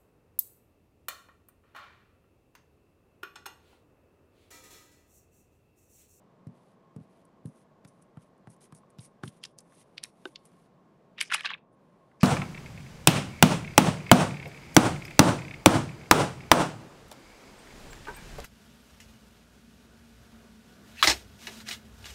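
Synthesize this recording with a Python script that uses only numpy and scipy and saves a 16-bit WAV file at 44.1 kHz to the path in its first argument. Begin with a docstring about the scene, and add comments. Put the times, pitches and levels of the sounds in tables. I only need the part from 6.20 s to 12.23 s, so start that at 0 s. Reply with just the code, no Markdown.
"""A quiet room, a pile of glossy pages on a table: a glue stick is set down on a paper cut-out and dragged over it.
Strokes hiss as dense grains; the tacky sheet snaps free and is lifted with a crackle of filtered clicks.
Each landing thuds in ringing modes of the table top and slaps the paper; glue threads tick as they let go.
Filtered noise makes the room murmur and a breathy fan whine underneath.
The microphone's noise suppressor darkens the treble after loud moments."""
import sys
import numpy as np
from scipy import signal
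from scipy.fft import rfft, irfft
from scipy.io import wavfile
from scipy.ndimage import uniform_filter1d

SR = 44100
rng = np.random.default_rng(int(sys.argv[2]) if len(sys.argv) > 2 else 0)


def store_wav(level_fs):
    """Save 16-bit WAV to argv[1]."""
    pcm = np.round(np.clip(np.atleast_2d(level_fs), -1, 1) * 32767)
    wavfile.write(sys.argv[1], SR, pcm.T.astype(np.int16))


N = 266011
WIDEST_HZ = 710  # the widest folds: lower edge of every snap, slap and tick


def from_db(db):
    """Decibels to gain."""
    return 10 ** (np.asarray(db) / 20)


def rms_one(x):
    """Scale to unit rms."""
    return x / np.sqrt(np.mean(x ** 2) + 1e-20)


def band(x, low_hz, high_hz):
    """Butterworth band-pass."""
    return signal.sosfilt(signal.butter(3, [low_hz, high_hz], "band", fs=SR, output="sos"), x)


def causal(db):
    """Minimum-phase response for gains in dB on an FFT grid, made by folding the cepstrum forward in time."""
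    cepstrum = irfft(np.log(from_db(db)))
    half = len(cepstrum) // 2
    cepstrum[1:half] *= 2
    cepstrum[half + 1:] = 0
    return np.exp(rfft(cepstrum))


def coloured(x, spectrum):
    """Filter x causally with the gains of a spectrum table, joined over log frequency; rms 1."""
    hz, db = np.transpose(spectrum)
    grid_hz = np.fft.rfftfreq(8192, 1 / SR) + 1
    grid_db = np.interp(np.log(grid_hz), np.log(hz), db)
    return rms_one(signal.fftconvolve(x, irfft(causal(grid_db)))[:N])


def ring(clicks, hz, t60):
    """A damped resonance: a unit click sets a sine of height 1 ringing."""
    r = from_db(-60 / (t60 * SR))
    w = 2 * np.pi * hz / SR
    return signal.lfilter([0, np.sin(w)], [1, -2 * r * np.cos(w), r * r], clicks + 1e-18)


def grains(per_s, spread_db):
    """Random clicks of uneven size and sign."""
    sizes = from_db(spread_db * np.minimum(rng.exponential(1, N), 4)) * rng.choice([-1, 1], N)
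    return sizes * (rng.random(N) < per_s / SR)


def swells(rows, fade_s):
    """Each row rises by 30 dB per rise_s, holds, falls by 30 dB per fade_s; returns main and second levels."""
    t = np.arange(N) / SR
    power = np.zeros((2, N))
    for s, rise_s, hold_s, db, share_db in rows:
        span = slice(int((s - 2 * rise_s) * SR), int((s + hold_s + 2 * fade_s) * SR))
        before = (s - t[span]) / max(rise_s, .002)
        after = (t[span] - s - hold_s) / fade_s
        off = np.maximum(before, after).clip(0)
        power[:, span] += from_db([[db], [db + share_db]] - 30 * off) ** 2
    return np.sqrt(power)


def tent(hz, top_hz, falls):
    """A peak of 0 dB that falls by its own dB per octave below and above."""
    octaves = np.log2(hz / top_hz)
    return -np.maximum(-falls[0] * octaves, falls[1] * octaves)


def snap_colours(hz):
    """Rows of (s, peak dB, spectrum dB, t60 s): body of the fold plus the finest folds, for slaps, ticks and snaps."""
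    # Creases snapping: start_s, peak_db, pitch_hz, finest_folds_db (relative), t60_s
    crease_snaps = [(2.6326, -56.5, 1090, -35, 0.029), (2.793, -43.5, 3820, -20, 0.015),
                    (3.078, -38, 3240, -17, 0.018), (3.2326, -52, 3000, -20, 0.024),
                    (3.2383, -24.5, 3370, -14.5, 0.019), (3.2522, -29, 3650, -36, 0.0054),
                    (3.3872, -29.5, 6200, -0.5, 0.012), (3.522, -54.5, 1240, -33, 0.048),
                    (3.7802, -24, 3270, -27, .016), (3.8381, -17, 4700, -6.5, 0.0065),
                    (3.8546, -39.5, 1950, -5, 0.01), (4.1584, -29, 3600, -31, 0.02),
                    (4.9822, -31.5, 2140, -33.5, 0.041), (4.99, -31, 2080, -34.5, 0.052),
                    (5.0065, -22, 3240, -15, 0.073), (5.0123, -12, 2300, -11.5, 0.017),
                    (5.0249, -23.5, 2280, -5.5, 0.037), (5.1039, -28.5, 1790, -31.5, .018),
                    (5.1156, -24, 1710, -29.5, 0.045), (5.122, -18.5, 1300, -28, .023),
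                    (5.1245, -22, 2225, -20.5, .028), (5.1368, -22.5, 1926, -11.5, .023),
                    (5.143, -13, 2200, -8.5, 0.022), (5.1452, -16.5, 1057, -7.5, .03),
                    (5.2002, -36, 3590, -25, 0.018), (5.208, -24.5, 2390, -18.5, 0.019),
                    (5.2466, -33.5, 1044, -28, 0.099), (5.2532, -24, 3390, -32, 0.028),
                    (5.2574, -21.5, 3800, -36, 0.043), (5.2729, -27.5, 1900, -35.5, .037),
                    (5.3038, -27.5, 1800, -48, .02), (5.3133, -34.5, 1053, -51, 0.041),
                    (5.3195, -39, 2360, -52, 0.027), (5.3436, -43, 2400, -56, 0.018),
                    (5.3773, -53, 2000, -33, .02), (5.9153, -59, 1570, -25.5, .023),
                    (6.009, -37, 4800, -25, 0.016), (6.02, -35, 4700, -19, .045)]
    # Paper slapped flat under a landing: start_s, peak_db, slope_db_per_octave (about 1 kHz), finest_folds_db (relative)
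    paper_slaps = [(0.2707, -50.5, -5, -4.5), (0.7632, -48, -7, -5), (1.2576, -44, -4.5, 2),
                   (1.6494, -40.5, -3.5, -12), (1.9715, -47, -13, -23), (2.2723, -42, -10.5, -21),
                   (2.524, -41, -9, -12.5), (2.7865, -40, -3, -15), (3.036, -29.5, -9, -21),
                   (4.056, -35.5, -10.5, -23)]
    # Glue threads letting go: start_s, peak_db
    thread_ticks = [(1.0527, -51), (1.6763, -48.5), (1.824, -49), (2.1791, -64), (2.302, -47), (2.365, -57),
                    (2.5496, -40), (2.7034, -50), (3.405, -43), (4.2541, -42)]
    finest = tent(hz, 9500, (22, 37.5))
    # the body of a crease falls off faster above this
    dull_above_hz, dull_db_per_octave = 5320, 14.5
    dull = tent(np.maximum(hz, dull_above_hz), dull_above_hz, (0, dull_db_per_octave))
    octaves = np.log2(np.maximum(hz, WIDEST_HZ) / 1000)

    rows = []
    for s, db, slope, fine_db in paper_slaps:
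        rows.append((s, db, np.maximum(slope * octaves, fine_db + finest), 0.025))
    for s, db in thread_ticks:
        rows.append((s, db, np.maximum(-17, finest), 0.024))  # flat dull part 17 dB under the finest folds
    for s, db, pitch_hz, fine_db, t60 in crease_snaps:
        body = tent(hz, pitch_hz, (18, 16)) + dull
        rows.append((s, db, np.maximum(body, fine_db + finest), t60))
    return rows


def snaps(rise_s, click):
    """A short faint noise swells into a click, then dies away in uneven noise coloured by the folds."""
    lead, size = 400, 4096  # samples before the click, samples in all
    out = np.zeros(N + size)
    t = (np.arange(size) - lead) / SR
    rows = snap_colours(np.fft.rfftfreq(size, 1 / SR) + 1)
    for (s, db, colour_db, t60), noise in zip(rows, rng.standard_normal((len(rows), size))):
        faint_swell = 0.18 * np.exp(t / rise_s)
        decay = from_db(-60 * t / max(t60, .003))
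        burst = noise * np.abs(noise) * np.where(t < 0, faint_swell, decay)
        burst[lead] = click
        fold = band(irfft(rfft(burst) * causal(colour_db)), WIDEST_HZ, 15000)
        start = int(s * SR) - lead
        out[start:start + size] += from_db(db) * fold / np.abs(fold).max()
    return out[:N]


def crackle(cycles):
    """Many small creases give way in clumps while the sheet bends; each rings a few cycles at its own pitch."""
    # Sheet bending: full_bend_s, rise_s, hold_s, level_db, treble_share_db (relative)
    bends = [(3.237, 0.028, 0.0048, -61, 2), (3.252, 0.0082, 0.0016, -50, 7.5),
             (3.39, 0.015, 0.0022, -69, 13.5), (3.778, 0.0083, 0.0086, -57, -9),
             (3.837, 0.012, 0.0073, -43, -8), (4.985, 0.017, 0.0089, -48, -23),
             (5.008, 0.01, 0.0041, -41, 6), (5.04, .02, 0.045, -63, 9), (5.102, 0.015, 0.015, -44.5, -22),
             (5.12, 0.014, 0.025, -36.5, -9.5), (5.138, 0.012, 0.012, -24.5, -9.5),
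             (5.156, .01, 0.015, -38, -14), (5.18, .02, 0.032, -40.5, -18), (5.22, 0.022, 0.03, -56, -5.5),
             (5.247, 0.013, 0.016, -31.5, -36), (5.298, 0.051, 0.017, -39, -36),
             (5.33, 0.023, 0.019, -41, -46), (5.382, 0.034, 0.0036, -60.5, -36),
             (6.008, 0.0098, 0.021, -52.5, -2)]
    # Colour of the ringing sheet: frequency_hz, gain_db (relative)
    sheet_colour = [(350, -65.5), (600, -7), (1090, -6.5), (1460, -14), (1700, -1), (2000, -3.5),
                    (2470, 4.5), (4120, -4), (6000, -40.5), (7800, -66), (13200, -120)]
    # Colour of the finest creases: frequency_hz, gain_db (relative)
    fine_colour = [(3500, -12.5), (5000, 8.5), (7000, 0), (9500, -5), (11000, -24), (13000, -15),
                   (15500, -20)]
    level, treble = swells(bends, fade_s=0.012)
    clumps = from_db(2.9 * rms_one(band(rng.standard_normal(N), 45, 390)))
    creases = grains(6000.0, spread_db=4.5) * clumps
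    pitches_hz = np.geomspace(1150, 5500, 16)
    dealt = rng.integers(0, 16, N // 60 + 1).repeat(60)[:N]  # a pitch is dealt every 60 samples
    rings = np.zeros(N)
    for k, hz in enumerate(pitches_hz):
        rings += np.sqrt(hz) * ring(creases * (dealt == k), hz, cycles / hz)
    return level * coloured(rings, sheet_colour) + treble * coloured(creases, fine_colour)


def strokes():
    """Glue threads tearing give a dense bright sizzle, the paper fibres a duller scrape; each flutters unevenly."""
    # Glue dragged over paper: full_pressure_s, rise_s, hold_s, level_db, dull_scrape_share_db (relative)
    drags = [(.348, .06, 0.19, -86.5, 6), (.8, .01, 0.047, -86.5, 6), (.91, 0.11, .11, -87, 7.5),
             (1.268, .01, 0.023, -71, -38), (1.362, 0.16, 0.066, -75.5, -3),
             (1.68, 0.015, 0.0051, -62.5, -66), (1.71, .02, 0.097, -86.5, 1),
             (1.822, 0.022, 0.0045, -72, -37), (2.024, 0.087, .008, -74.5, 1.5),
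             (2.04, .02, 0.043, -86.5, 3), (2.305, 0.029, 0.034, -66.5, -11),
             (2.409, 0.0088, 0.048, -63.5, -5.5), (2.556, 0.011, 0.026, -64, -15),
             (2.806, 0.015, 0.057, -59, -8.5), (3.045, 0.0084, 0.046, -59.5, -4.5),
             (3.12, 0.018, 0.064, -76.5, 1), (3.26, .01, 0.057, -74, -5), (3.59, 0.23, 0.033, -65.5, -2),
             (3.66, .02, 0.27, -87, 1.5), (3.86, .01, 0.034, -69, 0), (3.9, .03, 0.22, -80, 4.5),
             (4.06, 0.026, 0.026, -69.5, 5), (4.09, .02, 0.058, -76.5, 0.5), (4.19, 0.022, 0.085, -83, 6),
             (4.26, 0.012, 0.01, -69, -15), (4.285, .02, 0.18, -83, 5.5), (5.528, .03, 0.021, -80, -11),
             (5.62, 0.066, 0.47, -94.5, 4)]
    # Colour of tearing threads: frequency_hz, gain_db (relative)
    sizzle_colour = [(3000, -27.5), (6000, -10.5), (7700, -15), (8600, -3.5), (10000, -3.5), (11000, -9),
                     (11900, -27)]
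    # Colour of scraped fibres: frequency_hz, gain_db (relative)
    scrape_colour = [(1200, -38), (2000, -2.5), (3600, -4), (5700, -9.5), (7500, -10), (10000, -10)]
    bright, dull = swells(drags, fade_s=0.031)
    bright_flutter, dull_flutter = [
        from_db(depth_db * rms_one(band(rng.standard_normal(N), 5.7, 130))) for depth_db in (1.8, 2.2)]
    sizzle = coloured(grains(7500.0, spread_db=4.0), sizzle_colour)
    scrape = coloured(grains(7500.0, spread_db=-0.5), scrape_colour)
    return bright_flutter * bright * sizzle + dull_flutter * dull * scrape


def blows(events, modes, gain_db, uneven_db, contact_s):
    """Each blow strikes every mode with a strength of its own through a soft contact, then is muffled."""
    s, db, hardness, free_s = np.transpose(events)
    chance = rng.standard_normal((len(s), len(modes)))
    out = np.zeros(N)
    for k, (hz, mode_db, t60) in enumerate(modes):
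        clicks = np.zeros(N)
        lift_db = hardness * np.log2(hz / modes[1][0])  # about the second mode
        clicks[(s * SR).astype(int)] = from_db(db + mode_db + lift_db + gain_db + uneven_db * chance[:, k])
        out += ring(clicks, hz, max(t60, .005))
    free = np.full(N, .3)  # gain under the muffling hand
    for start, length in zip(s, free_s):
        free[int((start - .01) * SR):int((start + length) * SR)] = 1
    lowest_hz = modes[0][0]
    softened = band(out, 0.76 * lowest_hz, 0.64 / contact_s)  # a longer contact is duller
    return band(softened, 0.61 * lowest_hz, 9000) * uniform_filter1d(free, size=400)


def thuds():
    """Landings and their rebounds strike the low modes of the table top through a soft contact."""
    # Landings: start_s, level_db (before gain and chance), hardness_db_per_octave, free_s (until the hand muffles)
    landings = [(.2675, -37.5, -10.5, 0.045), (.31, -64, -3, 0.027), (.762, -36.5, -3, 0.062),
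                (.805, -46.5, -21, .015), (1.2525, -35.5, -5.5, 0.048), (1.6495, -48, -4, 0.012),
                (1.971, -42, -11, 0.024), (2.2725, -44, -14, 0.058), (2.5245, -45.5, -7, 0.044),
                (2.786, -43, -32, 0.03), (3.0345, -35.5, -8, 0.061), (3.053, -59, 8, .03),
                (3.074, -41, -14, .018)]
    # Modes of the table top: frequency_hz, level_db (relative), t60_s
    table_modes = [(125, 3, 0.11), (156.8, 7.5, 0.133), (198.5, 2, 0.21), (241.9, -0.5, 0.49),
                   (272, -10.5, 0.48), (294.6, -12.5, 0.31), (349, -16.5, 0.39), (432, -1.5, 0.091),
                   (489, -23.5, 0.066)]
    return blows(landings, table_modes, gain_db=-6.0, uneven_db=1.5, contact_s=0.0011)


def rap():
    """The stick, rapped on its side, rings its tube through a short, hard contact."""
    # Raps: start_s, level_db, hardness_db_per_octave, free_s (until the hand muffles)
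    side_raps = [(3.034, -39.5, -5, 0.044), (4.0545, -35, -1, 0.043)]
    # Modes of the tube: frequency_hz, level_db (relative), t60_s
    tube_modes = [(317, -14, 0.32), (370, 3.5, 0.065), (508, -10.5, 0.1), (1532, 3, 0.033),
                  (2960, 7.5, 0.0078), (3600, 0, 0.024)]
    return blows(side_raps, tube_modes, gain_db=0, uneven_db=0, contact_s=.00008)


def reverb(x, t60, wet_db, wall_hz):
    """Short diffuse tail of the small room, dulled by the walls."""
    t = np.arange(SR // 2) / SR
    tail = rng.standard_normal(len(t)) * from_db(-60 * t / t60) * (t > .003)
    tail = band(tail, 220, wall_hz)
    return from_db(wet_db) * signal.fftconvolve(x, tail / np.sqrt(np.sum(tail ** 2)))[:N]


def room():
    """Steady murmur of the room in coloured noise, and a breathy fan whine in a narrow band of noise."""
    # Colour of the murmur: frequency_hz, gain_db (relative)
    room_colour = [(15, -52), (25, -14.5), (55, -19.5), (96, -14), (119, -6), (178, 0.5), (281, -8),
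                   (399, -7.5), (457, -8.5), (648, -9), (762, -14), (1110, -17), (1300, -24.5),
                   (9550, -46.5), (15500, -53)]
    murmur_db, fan_db = -61.5, -78.5  # rms levels
    fan_hz, fan_width_hz = 1077, 30
    whine = band(rng.standard_normal(N), fan_hz - fan_width_hz / 2, fan_hz + fan_width_hz / 2)
    murmur = coloured(rng.standard_normal(N), room_colour)
    return from_db(murmur_db) * murmur + from_db(fan_db) * rms_one(whine)


def weaken_top(x):
    """The paper sounds are weaker above an edge in the treble."""
    edge_hz, top_db = 11950, -14
    below_edge = signal.sosfiltfilt(signal.ellip(8, .3, 40, edge_hz, fs=SR, output="sos"), x)
    return below_edge + from_db(top_db) * (x - below_edge)


def scene():
    """All sources at one microphone; only the paper gets the room's tail and the weaker top."""
    paper = snaps(rise_s=0.005, click=11.5) + crackle(cycles=28.0) + strokes()
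    close = paper + reverb(paper, t60=0.21, wet_db=-21.0, wall_hz=10100)
    return (thuds() + rap() + weaken_top(close) + room())[None]


def suppress(x, memory_s, depth_db, margin_db):
    """Treble far below its recent average counts as noise and is turned down."""
    split_hz = 1400
    treble = signal.sosfilt(signal.butter(4, split_hz, "high", fs=SR, output="sos"), x)
    bass = signal.sosfilt(signal.butter(4, split_hz, "low", fs=SR, output="sos"), x)
    now = uniform_filter1d(treble ** 2, size=600) + 1e-14
    r = np.exp(-1 / (memory_s * SR))
    recent = signal.lfilter([1 - r], [1, -r], now)
    below_db = 10 * np.log10(recent / now + 1e-9) - margin_db
    cut_db = uniform_filter1d(np.clip(below_db, 0, depth_db), size=900)
    return bass + treble * from_db(-cut_db)


def record(dry):
    """Noise suppressor, then the steep top cut."""
    clean = suppress(dry[0], memory_s=.042, depth_db=8.0, margin_db=13.5)
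    cutoff_hz = 15550
    return signal.sosfilt(signal.ellip(12, .5, 70, cutoff_hz, fs=SR, output="sos"), clean)[None]


dry = scene()
out = record(dry)
store_wav(out)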